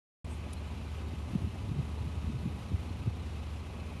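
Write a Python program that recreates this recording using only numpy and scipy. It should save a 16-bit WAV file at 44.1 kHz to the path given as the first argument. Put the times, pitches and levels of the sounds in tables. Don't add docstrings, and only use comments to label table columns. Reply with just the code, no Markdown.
import sys
import numpy as np
from scipy import signal
from scipy.fft import rfft, irfft
from scipy.io import wavfile

SR = 44100
rng = np.random.default_rng(int(sys.argv[2]) if len(sys.argv) > 2 else 0)


def wav_record(signal):
    frames = np.transpose(np.atleast_2d(signal))
    bounded = np.clip(frames, -1, 1)
    quanta = np.round(bounded * 32767).astype(np.int16)
    wavfile.write(sys.argv[1], SR, quanta)


N = 176400
TIME = np.arange(N) / SR
FREQS = np.maximum(np.arange(N // 2 + 1) * SR / N, 1)


def from_db(db):
    return 10 ** (np.asarray(db) / 20)


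def unit_rms(x):
    return x / np.sqrt(np.mean(x ** 2) + 1e-20)


def curve(rows):
    return np.interp(TIME, *np.transpose(rows))


def noise(gain):
    return unit_rms(irfft(rfft(rng.standard_normal(N)) * gain, N))


def coloured_noise(spectrum):
    hz, db = np.transpose(spectrum)
    return noise(from_db(np.interp(np.log(FREQS), np.log(hz), db)))


def band_noise(hz, width_oct):
    return noise(np.exp(-.5 * (np.log2(FREQS / hz) / width_oct) ** 2))


def ringing(hz, width_hz):
    return noise(1 / (1 + 2 * ((FREQS - hz) / width_hz) ** 2))


def drift(rate_hz):
    return noise(1 / (1 + (FREQS / rate_hz) ** 2))


def engine_hum(turns):
    # order, level/dB
    orders = [(2, -65), (5, -42), (6, -47.5), (7, -52), (8, -55), (10, -63), (11, -57), (12, -61.5),
              (13, -65.5), (14, -63.5), (15, -57.5), (16, -78), (17, -75), (18, -63), (27, -70)]
    throb_at_turns, max_aligned_order = .61, 6
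    out, shared_phase = 0, rng.random()
    for order, db in orders:
        waver_db = np.interp(order, [6, 12], [1.85, 1.5])
        phase = order * (turns - throb_at_turns) + shared_phase
        phase += rng.random() * (order > max_aligned_order)
        out += from_db(db + waver_db * drift(3.7)) * np.sin(2 * np.pi * phase)
    return np.sqrt(2) * out


def fan():
    hz, db = 54.8, -52.5
    return np.sqrt(2) * from_db(db) * np.sin(2 * np.pi * (hz * TIME + rng.random()))


def whines():
    # f/Hz, width/Hz, level/dB
    resonances = [(603.5, 6, -79), (865, 45, -70), (991, 33, -66), (1109, 44, -67.5), (1177, 25, -70.5),
                  (1267, 24, -68.5), (1496, 9.6, -76), (2054, 51, -73), (2600, 22, -72.5), (2570, 11, -82),
                  (5630, 83, -83)]
    return sum(from_db(db) * ringing(hz, width_hz) for hz, width_hz, db in resonances)


def squeaks(turns):
    # f/Hz, width/Hz, repeats per turn, offset/turns, level/dB
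    chirps = [(4153, 40, 2 / 3, 1.07, -77), (3980, 31, 2 / 3, 1.05, -78.5), (2973, 23, 2, .1, -74.5)]
    sharpness, uneven_db = 2, .5
    out = 0
    for hz, width_hz, repeats, offset, db in chirps:
        gate = np.exp(sharpness * np.cos(2 * np.pi * repeats * (turns - offset)))
        strength = from_db(uneven_db * drift(12))
        out += from_db(db) * unit_rms(gate * strength * ringing(hz, width_hz))
    return out


def engine_noise(turns):
    # f/Hz, relative level/dB
    rush_spectrum = [(25, -41), (43, -28), (58, -4), (100, -8.5), (140, -3.5), (190, -5), (240, -1.5),
                     (300, -7.5), (400, -8), (520, -11.5), (800, -13), (1200, -19.5), (1400, -29.5),
                     (2000, -30.5), (4000, -59)]
    # f/Hz, relative level/dB
    hiss_spectrum = [(700, -18.5), (1400, -3), (1800, -6), (2100, -4), (2600, -1.6), (3200, -4.5),
                     (4000, -8.5), (5000, -12), (6300, -14.5), (8500, -17.5), (12000, -20)]
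    # t/s, level/dB
    airy_levels = [(.3, -66.5), (.85, -65.5), (1.3, -74), (3.5, -70.5), (3.95, -62)]
    rush_db, rush_flutter_db, rush_throb = -49, 1.0, .13
    hiss_db, hiss_flutter_db, hiss_throb = -57, .64, .092
    firing = np.cos(2 * np.pi * 2 * (turns - .08))
    rush = from_db(rush_db + rush_flutter_db * drift(14)) * coloured_noise(rush_spectrum)
    hiss = from_db(hiss_db + hiss_flutter_db * drift(14)) * coloured_noise(hiss_spectrum)
    airy = from_db(curve(airy_levels)) * ringing(hz=2450, width_hz=260)
    return (1 + rush_throb * firing) * rush + (1 + hiss_throb * firing) * (hiss + airy)


def ticks():
    # t/s, length/s, f/Hz, width/octaves, level/dB (rms over the length)
    puffs = [(0.247, 0.0083, 8500, 0.25, -62.5), (0.32, .03, 8350, .07, -63),
             (0.327, 0.061, 8260, 0.32, -65), (0.534, 0.006, 9500, 0.1, -50.5),
             (0.533, 0.0072, 7000, 0.81, -52.5), (0.535, 0.0057, 3820, 0.22, -56),
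             (0.577, 0.015, 4180, 0.021, -59.5)]
    out = 0
    for at_s, length_s, hz, width_oct, db in puffs:
        puff = band_noise(hz, width_oct) * np.exp(-2 * ((TIME - at_s) / length_s) ** 2)
        out += from_db(db) * unit_rms(puff) * np.sqrt(length_s * SR / N)
    return out


def whistle():
    # t/s, level/dB
    levels = [(.7, -90), (1.05, -72), (1.3, -83), (1.75, -75), (3.4, -72), (3.55, -84)]
    pitch_hz = 3754 + 3.01 * drift(8.2)
    return np.sqrt(2) * from_db(curve(levels)) * np.sin(2 * np.pi * np.cumsum(pitch_hz) / SR)


def wind():
    # t/s, level/dB
    gust = [(.3, -70), (1.0, -51), (1.35, -42), (1.58, -49), (1.75, -48), (1.95, -48), (2.3, -47.5),
            (2.6, -44), (3.0, -49), (3.3, -58), (4.0, -52)]
    # f/Hz, relative level/dB
    rumble_spectrum = [(30, -38), (43, -29), (58, 1), (120, -4.5), (180, -9), (260, -13.5), (400, -23.5),
                       (800, -48)]
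    lump_db, low_cut_hz = 1.5, 48
    rumble = from_db(curve(gust) + lump_db * drift(51)) * coloured_noise(rumble_spectrum)
    low_cut = signal.butter(4, low_cut_hz, "high", fs=SR, output="sos")
    return signal.sosfiltfilt(low_cut, rumble + buffets())


def buffets():
    # t/s, length/s, f/Hz, level/dB
    eddies = [(1.141, 0.0088, 108, -33.5), (1.314, 0.014, 93, -32), (1.337, 0.0086, 179, -33),
              (1.359, 0.011, 174.2, -25), (1.422, .009, 121.5, -32.5), (1.45, 0.018, 74, -31.5),
              (1.473, 0.014, 190, -37), (1.647, 0.024, 101.2, -36.5), (1.697, 0.015, 72.5, -30.5),
              (1.72, 0.011, 119.4, -29), (1.768, 0.011, 151, -34), (1.796, 0.021, 138, -28.5),
              (1.896, 0.007, 160, -40.5), (2.013, 0.015, 100.2, -34.5), (2.073, 0.02, 165.7, -38),
              (2.181, .018, 78, -34), (2.247, 0.0065, 159, -34), (2.276, 0.02, 69, -31.5),
              (2.292, 0.0064, 190, -35.5), (2.303, 0.0057, 175, -31.5), (2.352, 0.033, 136, -34),
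              (2.439, 0.0073, 156, -33.5), (2.461, 0.0072, 205, -27.5), (2.48, 0.011, 121, -28.5),
              (2.589, 0.0058, 140.4, -36), (2.723, 0.0078, 163.1, -30), (2.748, .015, 83, -25.5),
              (2.911, 0.014, 78, -34), (2.987, 0.011, 97, -34), (3.03, .01, 126, -41),
              (3.078, 0.017, 101.4, -25.5)]
    sag_oct_per_length, edge_lead_s = .15, .0033
    wander_oct = .2 * drift(71.8)
    edge_noise = from_db(-12) * band_noise(hz=238, width_oct=.43)
    out = np.zeros(N)
    for at_s, length_s, hz, db in eddies:
        near = abs(TIME - at_s) < 3 * length_s
        age = (TIME[near] - at_s) / length_s
        pitch_hz = hz * 2 ** (wander_oct[near] - sag_oct_per_length * age)
        phase = np.cumsum(pitch_hz) / SR + rng.random()
        swing = np.sqrt(2) * np.sin(2 * np.pi * phase) * np.exp(-2 * age ** 2)
        edge = edge_noise[near] * np.exp(-8 * (age + edge_lead_s / length_s) ** 2)
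        out[near] += from_db(db) * (swing + edge)
    return out


def scene():
    # t/s, crank rate/Hz
    speed = [(.3, 14.8), (.9, 14.81), (1.2, 14.91), (1.7, 14.92), (1.87, 15.08), (2.15, 14.85),
             (2.45, 14.82), (2.8, 14.91), (3.45, 14.88), (3.75, 15.04), (4.0, 14.94)]
    turns = np.cumsum(curve(speed)) / SR
    engine = engine_hum(turns) + fan() + whines() + squeaks(turns) + engine_noise(turns)
    return (engine + ticks() + whistle() + wind())[None]


def record(dry):
    notch_hz, notch_width_hz, notch_depth = 7900, 85, .76
    start_s, fade_s, cutoff_hz = .244, .002, 12040
    notch = 1 - notch_depth * np.exp(-((FREQS - notch_hz) / notch_width_hz) ** 2)
    fade_in = np.clip((TIME - start_s) / fade_s, 0, 1)
    low_pass = signal.ellip(14, .1, 80, cutoff_hz, fs=SR, output="sos")
    return signal.sosfilt(low_pass, irfft(rfft(dry) * notch, N) * fade_in)


dry = scene()
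out = record(dry)
wav_record(out)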